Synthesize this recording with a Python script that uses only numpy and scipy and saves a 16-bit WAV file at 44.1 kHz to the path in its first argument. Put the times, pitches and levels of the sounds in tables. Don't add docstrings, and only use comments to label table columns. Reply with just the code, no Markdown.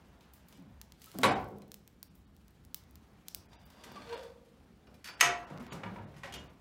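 import sys
import numpy as np
from scipy import signal
from scipy.fft import rfft, irfft
from scipy.io import wavfile
from scipy.ndimage import uniform_filter1d

SR = 44100
rng = np.random.default_rng(int(sys.argv[2]) if len(sys.argv) > 2 else 0)


def unload_audio(sound):
    columns = np.transpose(np.atleast_2d(sound))
    steps = np.round(np.clip(columns, -1, 1) * 32767)
    wavfile.write(sys.argv[1], SR, steps.astype(np.int16))


def volts_from_decibels(level):
    exponent = np.asarray(level, float) / 20
    return 10 ** exponent


N = 291412

# pitch_hz, level_db (per Hz)
DRAUGHT_SPECTRUM = [(30, -31.5), (42, -10.5), (54, 1.5), (66, 0), (88, -8), (120, -8), (200, -6),
                    (300, -13.5), (540, -21), (800, -21), (1700, -27), (3400, -32.5), (8000, -42),
                    (15800, -47.5), (16200, -73.5)]
# start_s, level_db (over rest)
NOISE_SWELL = [(.3, 3.5), (1.05, -1.5), (1.18, 6), (1.32, 34.5), (1.4, 24), (1.54, -5), (1.75, -4.5),
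               (2.4, -4.5), (3.2, 1.5), (3.75, 1.5), (4.15, 7.5), (4.36, -1), (5.12, -0.5), (5.26, 19),
               (5.89, 16.5), (6.13, 5), (6.45, 11), (6.61, -0.5)]
SWELL_SHARES = (0.097, 0.16, 0.97334, 0.23)
# rate_per_s, rumble_swing_db, roar_swing_db
GUSTS = (6.4, 2.6, 1)
# rate_per_s, size_spread_db, level_db
FIZZ = (230, 4.5, -3.5)
# start_s, length_s, level_db, pitch_hz, width_hz
SAP_STEAM = (3.265, .2, -64, 5500, 1600)

# start_s, peak_db, tilt_db (per octave)
SEEN_SNAPS = [(0.5741, -47, -3.5), (0.8138, -26.5, -4.5), (0.9207, -35, -6), (1.0100, -51, 4),
              (1.0419, -31.5, -2), (1.0587, -32.5, 7), (1.1157, -35, -4), (1.1858, -18.5, 0.5),
              (1.2152, -32.5, 0), (1.5843, -44, 0.5), (1.6197, -42.5, -6), (1.6793, -48.5, 2),
              (1.7167, -27, -3.1282), (1.7418, -26, 0), (1.8761, -35, -2.5), (2.0282, -23, -1.5),
              (2.3647, -46, -2.5), (2.4808, -43.5, -2.5), (2.507, -51.5, 3.5), (2.6492, -39.5, 0),
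              (2.7441, -15.5, 0.5), (2.8366, -47, -3), (2.909, -43, 4), (2.9553, -35.5, -1.5),
              (3.2831, -20, -1), (3.3465, -15.5, 0), (3.663, -40, 9.5), (3.92, -42.5, 5),
              (5.5752, -38, -12), (3.653, -46.5, 14), (5.626, -45.5, 1.5), (5.6655, -42.5, -9),
              (6.443, -49.5, 15)]
# start_s, peak_db, tilt_db (per octave)
LANDING_SPARKS = [(1.369, -49, 6), (1.379, -49, 6), (1.397, -45, 4.5), (1.407, -52, 5), (1.413, -49, 4),
                  (1.427, -50, 6), (1.443, -41.5, 0), (1.486, -45, 2.5)]
# start_s, peak_db, tilt_db (per octave)
HIDDEN_SNAPS = [(0.2075, -51.5, -10), (0.3347, -41, 3), (0.4841, -43, 0), (0.5247, -46.5, -7.5),
                (1.017, -38.5, -3.5), (1.478, -50, 9), (2.152, -48, 5.5), (3.7017, -47, -4)]
# pitch_hz, level_db (per Hz)
SNAP_SPECTRUM = [(290, -60.5), (500, -27.5), (1210, -17), (1880, -16), (2600, -12.5), (5110, -8),
                 (8940, -10.5), (15200, -4), (16800, -10.5)]

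# start_s, peak_db, contact_s, note_hz, note_db
STICK_KNOCKS = [(1.068, -62, 0.011, 1290, 5), (1.141, -46.5, 0.023, 322, 0), (1.187, -30.5, 0.006, 255, -6),
                (1.2328, -14, 0.019, 3950, -13.5), (1.249, -16.5, 0.017, 1119, -11.5),
                (1.2335, -25.5, 0.007, 1127, 1), (1.2345, -27, 0.0071, 970, 2),
                (1.275, -26.5, 0.033, 545, -12.5), (1.309, -34.5, 0.024, 749.4, 11),
                (1.319, -38.5, 0.014, 751, 10), (1.363, -39.5, 0.014, 773, 8), (1.386, -47, 0.015, 744, 7),
                (1.238, -30, 0.00811, 537, 6), (1.19, -44, 0.00423, 676, -1),
                (1.285, -34.5, 0.01758, 439, -6), (1.618, -57, 0.0123, 4040, -9)]
# pitch_hz, level_db (per Hz)
STICK_SPECTRUM = [(29, -51), (50, -11), (526, -2), (1040, -1), (1120, 3.5), (1230, -8), (1490, -2.5),
                  (1730, -10.5), (2000, -6), (5810, -30.5), (9680, -35), (15300, -52.5), (16500, -60)]
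# pitch_hz, level_db, t60_s
GRATE_MODES = [(185.74, -10, 0.35), (244.16, -5.5, 0.2), (320, -12.5, 0.23), (366.58, -6, 0.83),
               (438.21, 0, 0.4), (489.5, -3.5, 0.38), (545, -1, 0.086), (748, -10, 0.81), (946, -5, 0.23),
               (1127, -6, 0.22), (1320, -7, 0.16), (2283, -24, 0.14), (3843.9, -2, 0.038),
               (4707, 0.5, 0.083)]

# start_s, slip_hz, level_db
GROAN = [
    (4.04, 474.2, -67),
    (4.118, 467.4, -40),
    (4.146, 466, -38.5),
    (4.156, 463, -69),
    (4.18, 470, -61.5),
]
GROAN_HARMONICS = [4, -5, -17, -20, -19.5, -19.5]
# start_s, slip_hz, level_db
CHIRP = [
    (3.959, 1153, -47),
    (3.966, 1155, -41.5),
    (3.982, 1140, -46),
    (3.996, 1267, -56),
    (4.07, 1164, -57),
    (4.1, 1310, -73),
]
# start_s, level_db
DRAG = [
    (3.5, -49),
    (3.55, -64),
    (3.68, -64),
    (3.86, -53.5),
    (3.99, -53.5),
    (4.086, -52.5),
    (4.136, -45),
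    (4.26, -54.5),
    (4.42, -84),
]
# pitch_hz, width_hz, level_db
PIN_RESONANCES = [(635, 166.5, 7.5), (910, 29, -3.5), (1130, 47, -7), (1525.1, 25, -4.5), (2730, 350, -2.5),
                  (3430, 85, -2), (4610, 56, 1.5), (6173, 97, -36)]

# pitch_hz, level_db (per Hz)
IRON_SPECTRUM = [(120, -69.5), (200, -34.5), (573, -17.5), (702, -16.5), (860, -11.5), (1900, -4),
                 (2130, -7.5), (2400, -4), (4200, -13.5), (6430, -16), (7060, -18), (14800, -29.5),
                 (16500, -52.5)]
# pitch_hz, level_db, t60_s
DOOR_MODES = [(1001, -14, .35), (1297, -12, .5), (1625, -14, .15), (1895, -4, .17), (2239, -6, .12),
              (2399, -11, .3), (2433, -6.5, .25), (2670, -10, .18), (2913, -9, .25), (3636, -14, .22),
              (3790, -21, .2), (4506, -13, .13), (5308, -12, .13), (5609, -14, .18), (5841, -15, .18),
              (6277, -10, .22), (6560, -8, .13), (7348, -19, .15), (7843, -18, .16), (8382, -20, .13),
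              (8651, -19, .13), (9841, -25, .13), (11150, -24, .12)]
# pitch_hz, level_db, t60_s
EDGE_MODES = [(1940, -10.5, 0.18), (2435, -4.5, 0.092), (2516, -3.5, .05), (2945, -10, 0.033),
              (5163.5, -8, 0.033), (5850, -10.5, 0.072), (6410, -4.5, .1), (7070, -17, 0.087)]
# start_s, peak_db, tilt_db (per octave), contact_s
SLAM = [
    (5.195, -42, -3.5, 0.047),
    (5.201, -30, 1.5, 0.03297),
    (5.209, -9, 2.5, 0.0042),
    (5.2126, -10, 0, 0.0016),
    (5.225, -18.5, -4.5, 0.02582),
]
# start_s, pitch_hz, level_db
PLATE_TONE = [
    (5.212, 695, -38),
    (5.292, 702.4, -34.5),
    (5.41, 702.5, -47),
    (5.46, 702.5, -56),
    (5.49, 703.3, -70),
]
# length_s, level_db, fade_db (per s), share left in a lull (0-1)
HUM = (2, -40.5, 84.5, 0)
# pitch_hz, level_db
HUM_MODES = [(474, 0.5), (528, -1), (945, -15)]
# start_s, peak_db, contact_s, boom_hz, boom_db
THUDS = [(1.15, -35, 0.013, 188, -7.5), (1.242, -29.5, 0.01604, 209, -1.5), (1.52, -40.5, 0.028, 196, -3.5),
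         (3.95, -43.5, 0.092, 195, -9), (0.581, -52, 0.01463, 274.5, 1), (0.525, -50, 0.012, 205, -8),
         (0.591, -55, 0.01347, 186, 4.5), (0.617, -56.5, 0.015, 153, 1.5), (0.656, -58.5, .015, 226.4, 2.5),
         (0.715, -57.5, 0.015, 195.5, -2.5), (0.686, -65.5, 0.03, 96.15, 9),
         (3.358, -48.5, 0.02944, 92, -10), (3.859, -42, 0.063, 458, -18), (4.878, -47, 0.066, 93.09, -29),
         (5.24, -43, 0.02004, 138, -1.5), (5.262, -46, 0.027, 371.6, 5), (5.289, -50, 0.02, 382.9, 7),
         (5.501, -35.5, 0.042, 135.4, -8.5), (5.522, -39, 0.017, 144, -2), (5.597, -40.5, 0.027, 244, -2.5),
         (5.72, -33.5, 0.042, 149.7, -14.5), (5.757, -38.5, 0.031, 155, -5.5),
         (5.829, -38.5, 0.059, 104.8, -9.5), (5.855, -38.5, 0.03037, 193, -2),
         (5.91, -42.5, 0.017, 189.7, -2), (6.004, -45.5, 0.01443, 209, -3), (6.085, -52.5, 0.018, 147.4, 3),
         (6.191, -55, 0.023, 143.8, -1), (5.958, -39.5, 0.0762, 102, -9.5),
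         (6.03, -43.5, 0.0236, 148.6, -3), (6.141, -51, 0.017, 145.4, -0.5), (6.24, -40.5, 0.0273, 556, -4),
         (6.329, -38, 0.11, 141, -17)]
# pitch_hz, level_db (per Hz)
FIREBOX_SPECTRUM = [(35, -41), (60, -13), (183, -1), (290, -4), (786, -9), (924, -15), (1500, -17.5),
                    (1950, -46.5), (3300, -120)]

# start_s, peak_db, tilt_db (per octave), note_db
HINGE_BLOWS = [(3.532, -51.5, 2.1931, -12), (3.838, -41.5, 4, -27.5), (3.844, -47.5, 7, -12),
               (3.9598, -46, -2, -16), (4.019, -46, -6, -27), (4.072, -47.5, -4, -27),
               (4.092, -44.5, -0.5, -9), (4.1266, -38, -3, -2.5), (4.178, -60.5, -12, -18),
               (4.231, -49, 4.5, -26)]
HANDLE_BLOWS = [(4.87, -55.5, -8, -34), (4.942, -55.5, 5, -19), (5.043, -36.5, 3.5, -21.5),
                (5.056, -37, -0.5, -22), (5.073, -36, 1.5, -24.5), (5.086, -37, -6, -20.5),
                (5.097, -42, -8.5, -11)]
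LATCH_BLOWS = [(5.5006, -48.5, 1, -5.5), (5.6, -46, 3, -29), (5.722, -34.5, 4, -18),
               (5.834, -31.5, -7.5, -18), (5.858, -38.5, -10, -6), (5.9595, -41, -7.5, -4.5),
               (5.985, -40.5, -11, -6)]
BOLT_BLOWS = [(6.141, -54, -1, -11), (6.165, -50.5, 2, -18.5), (6.182, -52, 3.5, -31),
              (6.234, -34, -2.5, -22), (6.256, -44.5, 0, -23), (6.275, -43.5, -8, -5.5)]
CATCH_BLOWS = [(6.324, -37.5, 3, -13), (6.339, -34.5, 3, -13.5), (6.358, -41.5, -3.5, -11),
               (6.379, -44, -7.5, -6)]
# contact_s, note_hz, ring_db
PARTS = [
    (0.011, 945, -3.5),
    (0.016, 4600, -3),
    (0.01, 940, -7.5),
    (0.022, 800, -3.5),
    (0.013, 3200, -6),
]
# pitch_hz, level_db, t60_s
HINGE_MODES = [(1570, -10.5, 0.332), (2023.4, -2.5, 0.15), (3066.6, -3.5, 0.12), (3470, -7, .12),
               (3782.5, -3, 0.11), (4270, -0.5, 0.13), (4770, -7, .08), (5810, -8, .1), (7400, -9, 0.0587),
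               (8260, -17, 0.2133)]
HANDLE_MODES = [(1500.2, -6, 0.21), (1833, -4.5, .2), (2410, -5.5, .3), (2840, -5.5, .2), (3430, -4.5, .25),
                (3960, -5, .1), (4589.3, -1, 0.21), (4860, -7.5, .3), (5320, -4, .3), (6200, -8, .3),
                (9685, -12.5, .2), (10240, -17.5, .2), (11287, -15.5, .25), (13500, -8.5, .25),
                (15330, -11.5, .12)]
LATCH_MODES = [(545, -3, 0.25), (940, -8, 0.2), (1200, -8, .2), (1375.7, -3, 0.2266), (1500, -14, 0.44),
               (1680, -19, 5.0), (2160, 1.5, 0.15), (2300, -7, 0.77), (2880, -9, 0.37), (3470, -12.5, 0.17)]
BOLT_MODES = [(556.26, -13, 0.1074), (718.51, -12, 0.47), (1090, -7, 0.1104), (1296.5, -23, 0.098),
              (1500, -11, 5.0), (1913, -4.5, 0.2847), (2120, -4, 0.11), (2360, -25, 0.4), (2990, -16, 0.25),
              (5047, -19, 0.3), (5464, -26, 0.23), (9970, -17, 0.1142)]
CATCH_MODES = [(2491.5, -16, 5.0), (2884, 2, 0.53), (3596.8, -2, .3), (4070, -5, 0.33), (4463, -5, 0.28),
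               (4670, -17, 5.0), (5056, -11, 1.2), (6100, -9.5, 0.58), (6800, -2, 0.084), (7500, -19, 0.94),
               (8920, -18.5, 2.0), (11200, -12.5, 0.062)]

# pitch_hz, t60_s
ROOM_DECAY = [(100, 1), (400, 0.81), (1000, 0.49), (2500, 0.33), (6000, 0.29204), (14000, 0.16)]
# delay_s, level_db
ECHOES = [
    (.015, -11.5),
    (0.02, -16.5),
    (.028, -18.5),
]
# start_s, sparse_above_hz
THIN_MOMENTS = [(1.282, 5600), (1.303, 5600), (1.346, 3800), (2.092, 2200), (2.263, 1800), (3.479, 2800),
                (3.564, 4200), (3.586, 4200), (3.65, 3300), (4.162, 4500), (5.122, 6500), (5.164, 5200),
                (5.463, 3000), (5.591, 1900), (5.698, 3800), (5.719, 4500), (6.06, 2800), (6.38, 5000),
                (6.487, 3000)]


def evened(x):
    return x / np.sqrt(np.mean(x ** 2) + 1e-20)


def read(points, hz):
    f, value = np.transpose(points)
    return np.interp(np.log(hz + 1), np.log(f + 1), value)


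def ramp(t, start, end):
    return np.clip((t - start) / (end - start), 0, 1)


def add(mix, s, sound):
    part = mix[round(s * SR):][:len(sound)]
    part += sound[:len(part)]


def coloured(x, spectrum, tilt_db, low_hz=0):
    hz = np.abs(np.fft.fftfreq(4096, 1 / SR))
    octaves = np.log2((np.maximum(hz, low_hz) + 100) / 3000)
    log_gain = (read(spectrum, hz) + tilt_db * octaves) * np.log(10) / 20
    taps = np.fft.ifft(np.exp(np.conj(signal.hilbert(log_gain)))).real[:2048]
    y = signal.oaconvolve(x, taps)
    return y / abs(y).max()


def burst(contact_s):
    t = np.arange(4096) / SR
    z = rfft(rng.standard_normal(len(t)) * np.exp(-t / contact_s))
    power = uniform_filter1d(abs(z) ** 2, size=15)
    return irfft(z / power ** .4)[:3000] * power.mean() ** -.1


def ring(modes, spread_db, damping, tilt_db=0):
    hz, db, t60 = np.transpose(modes)[:, :, None]
    t = np.arange(round(SR / 2.5 / damping)) / SR
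    share, phase, split = rng.standard_normal((3, len(modes), 1))
    pair = np.sin(2 * np.pi * hz * t + phase) + .6 * np.sin(2 * np.pi * hz * (1 + .007 * split) * t)
    fade_db = 60 * damping * t / np.clip(t60, .04, .7)
    level_db = db + spread_db * share + tilt_db * np.log2(hz / 3000) - fade_db
    y = (volts_from_decibels(level_db) * pair).sum(0) * np.minimum(t * 2000, 1)
    return y / abs(y).max()


def note(hz, cycles):
    t = np.arange(SR // 5) / SR
    wobble = uniform_filter1d(rng.standard_normal(len(t)), 150).cumsum() / SR
    u = t / (0.011 + cycles / hz)
    return np.sin(2 * np.pi * hz * (t + .4 * wobble)) * np.sqrt(u) * np.exp(.5 - u ** 2)


def resonate(x, hz, width):
    turn = np.exp(2j * np.pi * np.cumsum(hz * np.ones(len(x))) / SR)
    r = np.exp(-np.pi * width / SR)
    return 2 * (turn * signal.lfilter([1 - r], [1, -r], x / turn)).real


def slips(rows, multiples_db, rough):
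    s, hz, db = np.transpose(rows)
    t = np.arange(s[0], s[-1], 1 / SR)
    noises = rng.standard_normal((2, len(t)))
    waver, grip = (evened(uniform_filter1d(uniform_filter1d(x, 300), 300)) for x in noises)
    turns = np.cumsum(np.interp(t, s, hz) * (1 + 0.055 * rough * waver)) / SR
    tone = sum(volts_from_decibels(d) * np.cos(2 * np.pi * (k + 1) * turns + k) for k, d in enumerate(multiples_db))
    tone *= np.sqrt(2) * volts_from_decibels(np.interp(t, s, db) - 6.5) * (1 + rough * grip)
    return s[0], tone * signal.windows.tukey(len(t), .12)


def room(x):
    taps = np.zeros(SR)
    at = np.arange(500, SR - 20, 20)
    taps[at + rng.integers(0, 20, len(at))] = rng.choice([-1., 1.], len(at))
    taps *= np.minimum(np.arange(SR) / SR / 0.027, 1)
    hz, t, z = signal.stft(taps, SR, nperseg=256)
    tail = signal.istft(z * volts_from_decibels(-60 * t / read(ROOM_DECAY, hz)[:, None]), SR, nperseg=256)[1]
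    tail /= np.linalg.norm(tail)
    for s, db in ECHOES:
        add(tail, s, volts_from_decibels([db]))
    return signal.fftconvolve(x, tail)[:N]


def coals(t):
    raked_db = 15.5 * ramp(t, 0.97, 1.03) * (1 - ramp(t, 1.23, 1.283))
    return raked_db + SWELL_SHARES[3] * np.interp(t, *np.transpose(NOISE_SWELL)) + 0.5 * ramp(t, 3.9, 4.3)


def draught():
    frames, hz = N // 512 + 5, np.fft.rfftfreq(2048, 1 / SR)
    a, b, patches = rng.standard_normal((3, 1025, frames))
    patches = evened(uniform_filter1d(uniform_filter1d(patches, 20, 0), 5, 1))
    flicker = rng.standard_normal(frames)
    t = np.arange(frames) * 512 / SR
    swell = np.interp(t, *np.transpose(NOISE_SWELL))
    per_s, rumble_db, roar_db = GUSTS
    gust = [np.interp(t * per_s, np.arange(80), rng.standard_normal(80)) for _ in range(2)]
    rumble = SWELL_SHARES[0] * swell + rumble_db * gust[0]
    roar = SWELL_SHARES[1] * swell + roar_db * gust[1]
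    rustle = SWELL_SHARES[2] * swell
    swing = np.array([rumble, roar, rustle, coals(t)])
    centres_hz = [80, 230, 1100, 8000]
    weights = np.array([read(np.transpose([centres_hz, row]), hz) for row in np.eye(4)])
    flame_db = 1.1 * patches + 2.1 * flicker * weights[3][:, None]
    field_db = read(DRAUGHT_SPECTRUM, hz)[:, None] + weights.T @ swing + flame_db
    noise = signal.istft((a + 1j * b) * volts_from_decibels(field_db), nperseg=2048, noverlap=1536)[1][:N]
    return volts_from_decibels(-64.5) * noise


def embers():
    per_s, spread_db, db = FIZZ
    t = np.arange(N) / SR
    size = volts_from_decibels(spread_db * np.minimum(rng.exponential(1, N), 4)) * (rng.random(N) < per_s / SR)
    kind = rng.integers(0, 6, N)
    cracks = 0
    for k in range(6):
        crack = coloured(burst(.0012), SNAP_SPECTRUM, k - 1)
        cracks = cracks + signal.oaconvolve(size * (kind == k), crack)[:N]
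    return volts_from_decibels(db - 83 + coals(t) - 5.5 * ramp(t, 3.9, 4.3)) * evened(cracks)


def sap():
    s, length_s, db, hz, width = SAP_STEAM
    u = np.arange(round(length_s * SR)) / SR / length_s
    hiss = evened(resonate(resonate(rng.standard_normal(len(u)), hz, width), hz, width))
    return s, volts_from_decibels(db) * hiss * np.minimum(u * 8, 1) * (1 - u)


def snaps():
    near, far = np.zeros((2, N))
    for rows, room_db in (SEEN_SNAPS + LANDING_SPARKS, -14), (HIDDEN_SNAPS, -1.5):
        smear = max(volts_from_decibels(room_db + 12), 1)
        for s, db, tilt_db in rows:
            weakness = volts_from_decibels(-0.36 * (max(db, -40) + 17.5))
            pop = 0.6 * burst(0.00068 * smear * weakness) + 0.26 * burst(0.00467)
            pop[0] = 1 / smear
            click = volts_from_decibels(db) * coloured(pop, SNAP_SPECTRUM, tilt_db, low_hz=3018)
            add(near, s + .0011, click)
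            add(far, s, volts_from_decibels(room_db) * click)
    return near, far


def stick():
    out, notes = np.zeros((2, N))
    for s, db, contact_s, hz, note_db in STICK_KNOCKS:
        tilt_db = 3.1 * np.log2(hz / 1290)
        add(out, s, volts_from_decibels(db) * coloured(burst(contact_s), STICK_SPECTRUM, tilt_db))
        add(notes, s, volts_from_decibels(db + note_db) * note(hz, cycles=9.1))
    landing_s = STICK_KNOCKS[3][0]
    add(out, landing_s, volts_from_decibels(-21.5) * ring(GRATE_MODES, 0, 1.4))
    return out, notes


def hinge():
    s, db = np.transpose(DRAG)
    t = np.arange(s[0], s[-1], 1 / SR)
    grains = volts_from_decibels(2.8 * np.minimum(rng.exponential(1, len(t)), 3)) * (rng.random(len(t)) < 450 / SR)
    grit = rng.standard_normal(len(t)) * grains + 0.26 * rng.standard_normal(len(t))
    sag = 1 - 0.11 * np.clip(t - 3.95, -.2, .1)
    pin = 0
    for hz, width, level_db in PIN_RESONANCES:
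        fade_db = 5 * ramp(t, 4.0, 4.1) * (hz > 4000)
        pin = pin + volts_from_decibels(level_db - fade_db) * resonate(grit, hz * sag, 2 * width) / np.sqrt(width)
    pin = evened(pin) + 0.23 * evened(resonate(grit, 1200, 2500))
    low = resonate(pin, 1743.2, 3386.3)
    bright_db = -8 - 0.61 * (db + 54)
    ground = low + volts_from_decibels(np.interp(t, s, bright_db) - 4.0) * (pin - low)
    out = np.zeros(N)
    add(out, s[0], volts_from_decibels(np.interp(t, s, db) - 5.5) * ground * signal.windows.tukey(len(t), .08))
    add(out, *slips(GROAN, GROAN_HARMONICS, rough=0.11))
    add(out, *slips(CHIRP, [0, -18], rough=0.4))
    return out


def hum():
    length_s, db, fade_db, depth = HUM
    start_s, lull_s, lulls_per_s = 4.158, 4.178, 18.2
    t = np.arange(0, length_s, 1 / SR)
    tone = 0
    for hz, level_db in HUM_MODES:
        drift_s = .0001 * evened(uniform_filter1d(rng.standard_normal(len(t)), 1500))
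        tone = tone + volts_from_decibels(level_db) * np.cos(2 * np.pi * hz * (t + drift_s))
    rock = depth + (1 - depth) * abs(np.sin(np.pi * lulls_per_s * (t + start_s - lull_s)))
    level = volts_from_decibels(db - fade_db * t * (1 - 0.24 * t))
    return start_s, level * rock * tone / np.sqrt(uniform_filter1d(tone ** 2, 900))


def small_blows(out, notes):
    blows = HINGE_BLOWS, HANDLE_BLOWS, LATCH_BLOWS, BOLT_BLOWS, CATCH_BLOWS
    modes = HINGE_MODES, HANDLE_MODES, LATCH_MODES, BOLT_MODES, CATCH_MODES
    for rows, (contact_s, hz, ring_db), own in zip(blows, PARTS, modes):
        held = [(f, d, min(t60, .29 * (3000 / f) ** .3)) for f, d, t60 in own]
        for s, db, tilt_db, note_db in rows:
            add(out, s, volts_from_decibels(db - 2.5) * coloured(burst(contact_s), IRON_SPECTRUM, tilt_db))
            add(notes, s, volts_from_decibels(db + note_db) * note(hz, cycles=13.0))
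            add(out, s, volts_from_decibels(db + ring_db) * ring(held, 3.6, damping=2.1, tilt_db=0.27 * tilt_db))


def door():
    out, notes = np.zeros((2, N))
    small_blows(out, notes)
    for s, db, tilt_db, contact_s in SLAM:
        add(out, s, volts_from_decibels(db) * coloured(burst(contact_s), IRON_SPECTRUM, tilt_db))
    for s, *_ in SLAM[2:4]:
        add(out, s, volts_from_decibels(-13) * ring(EDGE_MODES, 1, 2.0))
    add(out, SLAM[2][0], volts_from_decibels(-12.5) * ring(DOOR_MODES, 0, 2.3))
    for s, db, contact_s, hz, boom_db in THUDS:
        add(out, s, volts_from_decibels(db - 5.0) * coloured(burst(contact_s), FIREBOX_SPECTRUM, 0))
        add(notes, s, volts_from_decibels(db + boom_db) * note(hz, cycles=5.4))
    return out, notes


def trimmed(x):
    top = x - signal.oaconvolve(x, signal.firwin(401, 15950, window=("kaiser", 8), fs=SR), "same")
    power = uniform_filter1d(np.diff(x, prepend=0) ** 2, size=60) + 1e-14
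    sharp = uniform_filter1d(1. * (power > 40 * np.roll(power, 250)), size=100)
    return x - top * (1 - np.clip(4 * sharp, 0, 1))


def thinned(x):
    frame_s = 1024 / 48000
    m, out = round(frame_s * SR), x.copy()
    n = np.arange(2 * m) + .5
    window = np.sin(np.pi * n / (2 * m))
    basis = np.sqrt(2 / m) * window * np.cos(np.pi / m * np.outer(n[:m], n + m / 2))
    hz = n[:m] * SR / 2 / m
    for s, edge_hz in THIN_MOMENTS:
        slippage = round(round(s, 1) * SR / 4700)
        start = round(s / frame_s) * m + round(.0017 * SR) - m - slippage
        at = slice(start, start + 2 * m)
        c = basis @ x[at]
        near_edge = (hz > .85 * edge_hz) & (hz < 1.15 * edge_hz)
        step = 3.1 * np.sqrt(np.mean(c[near_edge] ** 2))
        lost = (c - step * np.round(c / step)) * (hz > edge_hz / 2)
        out[at] -= lost @ basis
    return out


def scene():
    near, far = snaps()
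    wood, wood_notes = stick()
    swing = hinge()
    iron, iron_notes = door()
    tones = wood_notes + iron_notes
    add(tones, *sap())
    far = far + volts_from_decibels(-16) * tones
    add(tones, *hum())
    add(tones, *slips(PLATE_TONE, [5.5], rough=.03))
    wet = room(far + volts_from_decibels(-7.0) * wood + volts_from_decibels(-7.0) * iron + volts_from_decibels(-13.5) * swing)
    return (draught() + embers() + near + wood + swing + iron + tones + wet)[None]


def band_limit(x):
    return signal.sosfilt(signal.butter(12, 16990, fs=SR, output="sos"), x)


def record(dry):
    thin = signal.sosfilt(signal.butter(4, 44, "high", fs=SR, output="sos"), dry)
    edge = signal.firwin(255, 16700, window=("kaiser", 9), fs=SR)
    limited = signal.oaconvolve(thin[0], edge, "same")
    mix = thinned(trimmed(limited))[None]
    return band_limit(mix)


dry = scene()
out = record(dry)
unload_audio(out)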